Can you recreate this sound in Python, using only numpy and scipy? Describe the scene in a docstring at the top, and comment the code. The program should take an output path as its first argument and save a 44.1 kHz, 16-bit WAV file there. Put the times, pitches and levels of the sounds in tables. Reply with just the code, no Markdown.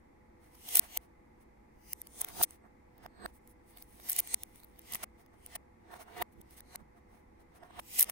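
"""Small quiet room: hands pull small plastic bricks off a long beam and drop them on a wooden table.
Contacts are noise bursts ringing plastic modes; slides, rattles and soft knocks are swells of dense slips;
pushes swing the table. Steady air noise and faint hums lie beneath.
A phone's two microphone ports pick it up close by.
The whole is played backwards: each room tail swells up to its click, which stops dead."""
import sys
import numpy as np
from scipy import signal
from scipy.fft import rfft, irfft
from scipy.io import wavfile
from scipy.ndimage import uniform_filter1d

SR = 44100
rng = np.random.default_rng(int(sys.argv[2]) if len(sys.argv) > 2 else 0)


def store_pcm(level_fs):
    """Save levels as 16-bit WAV."""
    pcm = np.round(np.clip(level_fs, -1, 1) * 32767).astype(np.int16)
    wavfile.write(sys.argv[1], SR, np.atleast_2d(pcm).T)


def invert_db(x):
    """Field ratio 10**(x/20) for x, a level in decibels (scalar or array-like)."""
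    u = np.asarray(x, float) / 20
    return 10 ** u


N = 357651

# room noise spectrum, shape only: (frequency [Hz], level [dB])
AIR_SPECTRUM = [(20, -8), (60, 1.5), (124, -10), (212, -8.5), (342, -7), (492, -15), (670, -13.5),
                (839, -10), (1430, -27), (2100, -18.5), (2900, -40.5), (9000, -42.5), (13500, -43.5),
                (15500, -53.5)]
# far appliance: (frequency [Hz], rms level [dB])
APPLIANCE_HUMS = [(59.2, -74.5), (220.7, -74.5), (258.4, -85), (333.8, -76.5), (495.3, -72.5),
                  (845.2, -74.5), (920.5, -91.5)]
# bricks sliding or rattling, and soft knocks, times as heard:
# (middle [s], nominal length [s], tick level [dB], weight = knock above tick [dB])
SLIP_SWELLS = [(0.454, 0.12, -72, 2.5), (0.575, 0.18, -67.5, -11), (0.768, 0.047, -30, -29),
               (0.838, 0.089, -56, 1), (0.91, 0.15, -68, 3), (1.035, 0.091, -72, 3.5),
               (1.42, 0.056, -72.5, -4.5), (1.897, 0.051, -68.5, -9), (2.218, 0.042, -54, 3.5),
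               (2.295, 0.075, -55.5, 3.5), (2.37, 0.1, -83, 5.5), (2.441, 0.023, -34.5, -23),
               (2.528, 0.11, -64, -4), (2.659, 0.053, -89, 31.5), (3.038, 0.036, -67.5, 5),
               (3.286, 0.069, -71, 5.5), (3.357, 0.08, -66, -26), (3.505, 0.069, -65.5, -31),
               (3.704, 0.11, -66, -20.5), (3.804, 0.12, -62, -19), (3.95, 0.24, -65, -17),
               (4.065, 0.06, -65.5, 3), (4.112, 0.065, -45, -15), (4.247, 0.23, -60.5, -3),
               (4.49, 0.24, -72, -6.5), (4.58, 0.12, -65, -12), (4.693, 0.21, -76.5, -7),
               (4.952, 0.068, -49, -8), (5.036, 0.021, -38, -8), (5.206, 0.076, -69.5, 2),
               (5.342, 0.038, -78.5, 16.5), (5.524, 0.038, -69, 7), (5.557, 0.015, -38.5, -12),
               (5.928, 0.06, -63.5, 14), (5.965, 0.043, -62.5, 11.5), (6.015, 0.064, -56.5, 6),
               (6.102, 0.11, -73.5, 17.5), (6.179, 0.04, -54.5, 8), (6.33, 0.037, -71, -13.5),
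               (6.53, 0.079, -62.5, -8), (6.581, 0.04, -54.5, -12), (6.804, 0.058, -79.5, 19),
               (6.978, 0.056, -78.5, 14.5), (7.154, 0.17, -75.5, 8), (7.412, 0.052, -73, 8.5),
               (7.565, 0.061, -67, 6), (7.655, 0.085, -75.5, 17), (7.776, 0.06, -66, 1),
               (7.798, 0.021, -48.5, -6.5), (8.01, 0.038, -30.5, -28), (8.098, 0.025, -48, 0)]
# contacts, times as heard:
# (time [s], tick level [dB], weight = knock above tick [dB], push t60 [ms], clack pitch [Hz])
CONTACTS = [(0.5539, -51.5, -7, 34, 4800), (0.6902, -27.5, -18, 31, 4500), (0.7569, -9, -26, 18, 5010),
            (0.7712, -7.5, -33.5, 7.3, 5410), (0.7745, -20, -17, 12, 4910), (0.7826, -26, -16, 17, 4420),
            (0.7913, -20, -23, 6.9, 4500), (0.7952, -2, -41.5, 8.4, 4120),
            (0.974, -14.5, -18.5, 10.3, 3536), (1.9331, -16.5, -35, 5.4, 4500),
            (2.0172, -28, -34, 3.6, 4930), (2.0716, -38, -18, 9.8, 3680), (2.192, -40, -28, 9.6, 3900),
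            (2.2163, -14.5, -45, 29, 4250), (2.2472, -21.5, -18, 8.1, 3970), (2.2699, -47, -22, 17, 2800),
            (2.2876, -32.5, -23, 14, 3400), (2.4171, -37.5, 14.5, 16, 2630), (2.4302, -10.5, -45, 17, 4740),
            (2.4352, -6, -32, 12, 5390), (2.4382, -13.5, -28, 3.4, 5170), (2.441, -17.5, -13.5, 11, 4670),
            (2.5083, -38, -16, 4.3, 4840), (2.982, -49, -26, 12.5, 4500), (3.0497, -55.5, -2.5, 18, 3300),
            (3.0635, -47.5, 12.5, 10, 3450), (3.2613, -40.5, 14.5, 8.1, 2310),
            (3.4758, -44, -32, 6.6, 5130), (3.7742, -40, -13, 14, 3080), (3.7851, -45.5, -11, 15, 4500),
            (3.8249, -34.5, -22, 12, 6000), (4.0009, -45.5, 0, 4.7, 3220), (4.089, -26, -25.5, 2.8, 3430),
            (4.0987, -15.5, -41, 25, 4800), (4.1049, -19, -53, 7.7, 5240), (4.1177, -20, -41, 5.5, 4820),
            (4.1205, -18, -45, 4.3, 4900), (4.1318, -21, -33, 17, 5000), (4.1646, -18, -33, 8, 4080),
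            (4.192, -13.5, -28.5, 29, 4020), (4.1998, -16.5, -27, 25, 2990), (4.2034, -18, -32, 8.3, 3950),
            (4.2746, -33, -17, 7.3, 4280), (4.3446, -10, -27, 13, 3940), (4.4349, -24.5, -22.5, 6.2, 3240),
            (4.5592, -44, -23, 13, 2900), (4.6016, -44, -21, 6.4, 2900), (4.6351, -47, -6, 9.5, 5400),
            (4.6473, -41.5, -29, 24, 3985), (4.761, -62, 4, 8, 3680), (4.7937, -39.5, -18, 22, 3400),
            (4.8184, -46, -19, 7, 4830), (4.8526, -60, -3, 13, 3000), (4.924, -26.5, -28, 13, 4300),
            (4.9368, -24, -17, 10, 3820), (4.9484, -19, -32, 6.7, 5000), (4.9561, -25.5, -9, 17.5, 3000),
            (5.0417, -38.5, 7, 8, 2460), (5.263, -54, -9, 6, 4000), (5.4629, -30.5, -29.5, 4.3, 3950),
            (5.4726, -51.5, -11, 9, 3300), (5.5638, -41, 4, 17, 2900), (5.9432, -53.5, 17, 26, 2250),
            (6.0863, -67, 21, 9.3, 2200), (6.225, -25.5, 2.5, 34, 2200), (6.4158, -42.5, -28, 18, 4500),
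            (6.5096, -48, -14, 16, 4500), (6.598, -49, -8, 13, 3730), (6.606, -34.5, -22, 4, 4450),
            (6.7534, -46.5, 8.5, 1.5, 4000), (6.7587, -26.5, -17.5, 9, 2430), (7.6372, -62, 21.5, 30, 2100),
            (7.711, -76, 31.5, 13, 2200), (7.7974, -40, 9.5, 29, 2400), (7.9968, -8.5, -32, 36, 5700),
            (8.0106, -8, -35, 23, 5840), (8.0216, -12.5, -33, 9.4, 4700), (8.028, -5, -41.5, 10, 4600),
            (8.0339, -19, -30, 6.4, 5300), (8.0439, -27.5, -17, 18, 4000), (8.0991, -23.5, -14.5, 24, 3600)]
# plastic modes, three families: (frequency [Hz], width [Hz], level [dB])
TICK_MODES = [(7770, 333, -9.5), (9720, 2400, 12), (12420, 640, 0), (13740, 1200, -2.5), (15330, 620, 1),
              (17000, 350, -11.5)]
CLACK_MODES = [(2010, 490, 1.5), (2900, 560, 1), (3600, 740, 1), (4500, 1100, 1.5), (5100, 550, -3),
               (6500, 1100, 2.5), (7000, 1700, -1.5)]
KNOCK_MODES = [(404, 150, -4.5), (517, 160, -4.5), (711, 40, -6.5), (905, 62, -10), (1075, 150, -4),
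               (1432, 480, 1), (1910, 300, -8.5)]
# thin high modes of the long beam, rung with the knock: (frequency [Hz], width [Hz], level [dB])
BEAM_MODES = [(8200, 33, -32), (12400, 81, -29.5)]
# weight through the hands into the table, times as heard: (time [s], level [dB], push t60 [ms])
TABLE_PUSHES = [(2.345, -49.5, 30), (2.421, -37, 17), (2.668, -56.5, 20), (3.065, -50, 20),
                (3.262, -41, 20), (3.96, -53.5, 30), (4.957, -43, 30), (5.045, -50.5, 20), (5.562, -57, 16),
                (5.947, -56.5, 30), (6.227, -44, 20), (6.405, -42, 40), (6.831, -46, 40), (7.641, -55, 20),
                (7.8, -46, 20)]
# low modes of the table top: (frequency [Hz], width [Hz], level [dB])
TABLE_MODES = [(69.8, 69, -6.5), (110.7, 25, 0.5), (149.8, 12, -5.5), (210, 43, 5), (309.4, 45, -6),
               (435, 60, -16.5)]
# room decay: (frequency [Hz], t60 [s])
ROOM_DECAY = [(300, 0.29), (1000, 0.28), (3000, 0.33), (8000, 0.31), (15000, 0.31)]
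# room tail spectrum: (frequency [Hz], level [dB])
ROOM_SPECTRUM = [(300, 4), (800, -12), (1600, -4), (3000, -4), (5500, -5), (8000, -7.5), (11000, -16),
                 (13500, -14), (16000, -15.5)]
# left port against right, for hands and for room noise:
# (frequency [Hz], likeness [0-1], phase turn [rad], level [dB])
HANDS_AT_PORTS = [(70, .85, 0, -9), (170, .8, 6.5, -13), (350, .9, 3, -7.5), (500, 0.2, 8, -5),
                  (620, .7, 4, -8), (794, .75, 3.5, -7), (1010, 0.3, 4.5, -2), (1300, .35, 1.8, -3.5),
                  (2000, .7, 3, 0), (3000, 0.3, 2, -0.7), (4500, 0.2, -1.04, 2.5), (6000, 0.5, -4.5, 3.8),
                  (7300, 0.05, -4.5, -3.5), (9330, 1, -2.5, 0.5), (16000, 0.77, -11.5, 0.5)]
AIR_AT_PORTS = [(70, 1, .6, -0.5), (170, 0.53, 0.38, 0.9), (350, 0.95, 2.4, 0.3), (520, .2, 4, -4.5),
                (700, 0.77, 6.4, -1.5), (950, .55, 8.5, -4), (1300, 0.067, 24, 5), (1900, .4, 6, -1.5),
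                (3000, .1, 22, 3.4), (16000, .1, 7.5, -1.9)]


def evened(x):
    """Scales to rms 1."""
    return x / np.sqrt(np.mean(x ** 2) + 1e-20)


def read(points, hz, axis=1):
    """One table column, linear on a log-frequency axis."""
    table = np.transpose(points)
    return np.interp(np.log(hz + 1), np.log(table[0] + 1), table[axis])


def place(heard_s):
    """Forward-time sample of a moment heard at heard_s."""
    return N - 1 - round(heard_s * SR)


def add(mix, at, sound):
    """Mixes a sound in from sample at."""
    part = mix[:, max(at, 0):][:, :sound.shape[1]]
    part += sound[:, :part.shape[1]]


def decaying_modes(t_s, hz, width_hz, db):
    """Damped sines; a wider mode dies sooner."""
    return invert_db(db) * np.exp(-np.pi * width_hz * t_s) * np.sin(2 * np.pi * hz * t_s)


def ring(modes, bright_hz=None, focus_db=0, edge=0.6, grip_db=0):
    """Answer of modes to one sharp blow; a mode an octave from bright_hz loses focus_db."""
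    t_s = np.arange(1024) / SR
    hz, width_hz, db = np.transpose(modes)[:, :, None]
    if bright_hz:
        db = db - focus_db * np.log2(hz / bright_hz) ** 2
    # where the fingers hold damps some modes and frees others
    db = db + np.resize(grip_db, len(modes))[:, None]
    sign = (-1) ** np.arange(len(modes))[:, None]  # neighbouring modes move in opposite senses
    answer = (sign * decaying_modes(t_s, hz, width_hz, db)).sum(0)
    # small bodies send no bass
    highpass = signal.butter(4, edge * hz.min(), "high", fs=SR, output="sos")
    return signal.sosfilt(highpass, answer)


def coloured(points):
    """Two unrelated noises with the given spectrum, rms 1."""
    hz = np.fft.rfftfreq(N, 1 / SR)
    spectrum = rfft(rng.standard_normal((2, N)))
    return evened(irfft(spectrum * invert_db(read(points, hz)), N))


def air():
    """Steady room noise plus hums whose frequency wavers slowly."""
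    air_rms_db, waver_rms_hz = -61.5, 4.0
    t_s = np.arange(N) / SR
    out = invert_db(air_rms_db) * coloured(AIR_SPECTRUM)
    for hz, rms_db in APPLIANCE_HUMS:
        drift = evened(uniform_filter1d(rng.standard_normal((2, N)), 4000))
        waver_cycles = np.cumsum(waver_rms_hz * drift, axis=1) / SR
        out = out + np.sqrt(2) * invert_db(rms_db) * np.sin(2 * np.pi * (hz * t_s + waver_cycles))
    return out


def slip_swells():
    """Slides, rattles, soft knocks: swells of dense uneven slips ring the plastic and beam modes."""
    clack_db, clack_db_per_weight_db = -4.5, 0.29
    grit = invert_db(1.3 * evened(uniform_filter1d(rng.standard_normal(N), 90)))
    slips = evened(grit * rng.standard_normal((3, 2, N)))
    heard_s = (N - 1 - np.arange(N)) / SR
    stroke = np.zeros((3, N))
    for middle_s, length_s, tick_db, weight_db in SLIP_SWELLS:
        clack_above_tick_db = clack_db + clack_db_per_weight_db * weight_db
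        levels_db = tick_db + np.array([0, clack_above_tick_db, weight_db])
        span = slice(max(place(middle_s + length_s), 0), place(middle_s - length_s))
        phase = np.clip((heard_s[span] - middle_s) / length_s * 1.8, -1, 1)
        swell = np.cos(np.pi / 2 * phase) ** 2
        stroke[:, span] += invert_db(levels_db)[:, None] * swell
    bodies = [ring(TICK_MODES, edge=.72), ring(CLACK_MODES), ring(KNOCK_MODES) + ring(BEAM_MODES)]
    out = np.zeros((2, N))
    for level, slip, body in zip(stroke, slips, bodies):
        unit_body = body[None] / np.linalg.norm(body)
        out += signal.oaconvolve(level * slip, unit_body, axes=1)[:, :N]
    return out


def clicks():
    """Contact: a burst of tiny slips rings the tick, clack and knock families and the beam."""
    # clack lies between tick and knock, rising with weight
    clack_db, clack_db_per_weight_db = -2, 0.47
    tick_centre_hz, tick_scatter, grip_spread_db = 12820, .04, 3.5
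    rise_s, bump_s, bump_width_s, early_s = 0.00099, .0006, 0.0009, .0007
    out, t_s = np.zeros((2, N)), np.arange(1024) / SR
    for heard_s, tick_db, weight_db, t60_ms, clack_hz in CONTACTS:
        slips = rng.standard_normal((3, 2, 1024))
        grip_db = grip_spread_db * rng.standard_normal(len(CLACK_MODES))
        tick_hz = tick_centre_hz * np.exp(tick_scatter * rng.standard_normal())
        clack_above_tick_db = clack_db + clack_db_per_weight_db * weight_db
        levels_db = tick_db + np.array([0, clack_above_tick_db, weight_db])
        push = (1 - np.exp(-t_s / rise_s)) * invert_db(-60 * t_s * 1000 / max(t60_ms, .5))
        push *= 1 + 0.81 * np.exp(-((t_s - bump_s) / bump_width_s) ** 2)  # first contact is hardest
        knock_hz = 900 * (clack_hz / 3000) ** .3  # a smaller piece knocks higher too
        tick = ring(TICK_MODES, tick_hz, focus_db=45.5, edge=.72, grip_db=grip_db[::-1])
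        clack = ring(CLACK_MODES, clack_hz, focus_db=5, grip_db=grip_db)
        knock = ring(KNOCK_MODES, knock_hz, focus_db=3.5) + ring(BEAM_MODES)
        for db, body, noise in zip(levels_db, [tick, clack, knock], slips):
            sound = signal.fftconvolve(noise * push, body[None], axes=1)
            peak = abs(sound).max(1, keepdims=True)
            add(out, place(heard_s + early_s), invert_db(db) * sound / peak)
    return out


def thumps():
    """A soft uneven push swings the table top in its low modes."""
    out, t_s = np.zeros((2, N)), np.arange(4096) / SR
    top = sum(decaying_modes(t_s, *mode) for mode in TABLE_MODES)
    for heard_s, db, t60_ms in TABLE_PUSHES:
        push = rng.standard_normal((2, 4096)) * invert_db(-60 * t_s * 1000 / max(t60_ms, 2))
        swing = signal.fftconvolve(push, top[None], axes=1)
        add(out, place(heard_s), invert_db(db) * swing / abs(swing).max(1, keepdims=True))
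    return out


def room(x):
    """Sparse taps of random sign, each band dying at its own speed."""
    first, spacing = 140, 16  # samples
    taps = np.zeros((2, SR // 2))
    grid = np.arange(first, SR // 2 - spacing, spacing)
    at = grid + rng.integers(0, spacing, (2, len(grid)))
    np.put_along_axis(taps, at, rng.choice([-1., 1.], at.shape), 1)
    hz, t_s, bands = signal.stft(taps, SR, nperseg=128)
    t60_s = read(ROOM_DECAY, hz)[:, None]
    decay_db = read(ROOM_SPECTRUM, hz)[:, None] - 60 * t_s / t60_s
    # the divisors even out energy over decay time and tap density
    tail = signal.istft(bands * invert_db(decay_db) / np.sqrt(t60_s), SR, nperseg=128)[1]
    tail = tail / np.sqrt(SR / spacing / np.log(1e6))
    return signal.fftconvolve(x, tail, axes=1)[:, :N]


def ports(x, table):
    """Left port hears early and phase-turned; x[1] is a twin supplying what the ports do not share."""
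    lead_samples = 29
    hz = np.fft.rfftfreq(N, 1 / SR)
    shared, twin = rfft(x)
    likeness = np.clip(read(table, hz), 0, 1)
    turn = np.exp(1j * (2 * np.pi * hz * lead_samples / SR - read(table, hz, axis=2)))
    blend = likeness * shared + np.sqrt(1 - likeness ** 2) * twin
    left = invert_db(read(table, hz, axis=3)) * turn * blend
    return irfft(np.array([left, shared]), N)


def scene():
    """Forward time, as it reaches the two ports."""
    noise = ports(air(), AIR_AT_PORTS)
    hands = slip_swells() + clicks() + thumps()
    return noise + ports(hands + room(hands), HANDS_AT_PORTS)


def top_cut(x):
    """Nothing passes above the cut-off."""
    return signal.sosfilt(signal.butter(12, 16830, fs=SR, output="sos"), x)


def record(dry):
    """The phone's steep band limit, then reversed playback."""
    edge_hz = 15900
    hz = np.fft.rfftfreq(N, 1 / SR)
    limited = irfft(rfft(dry) / np.sqrt(1 + (hz / edge_hz) ** 200), N)
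    backwards = limited[:, ::-1].copy()
    return top_cut(backwards)


dry = scene()
out = record(dry)
store_pcm(out)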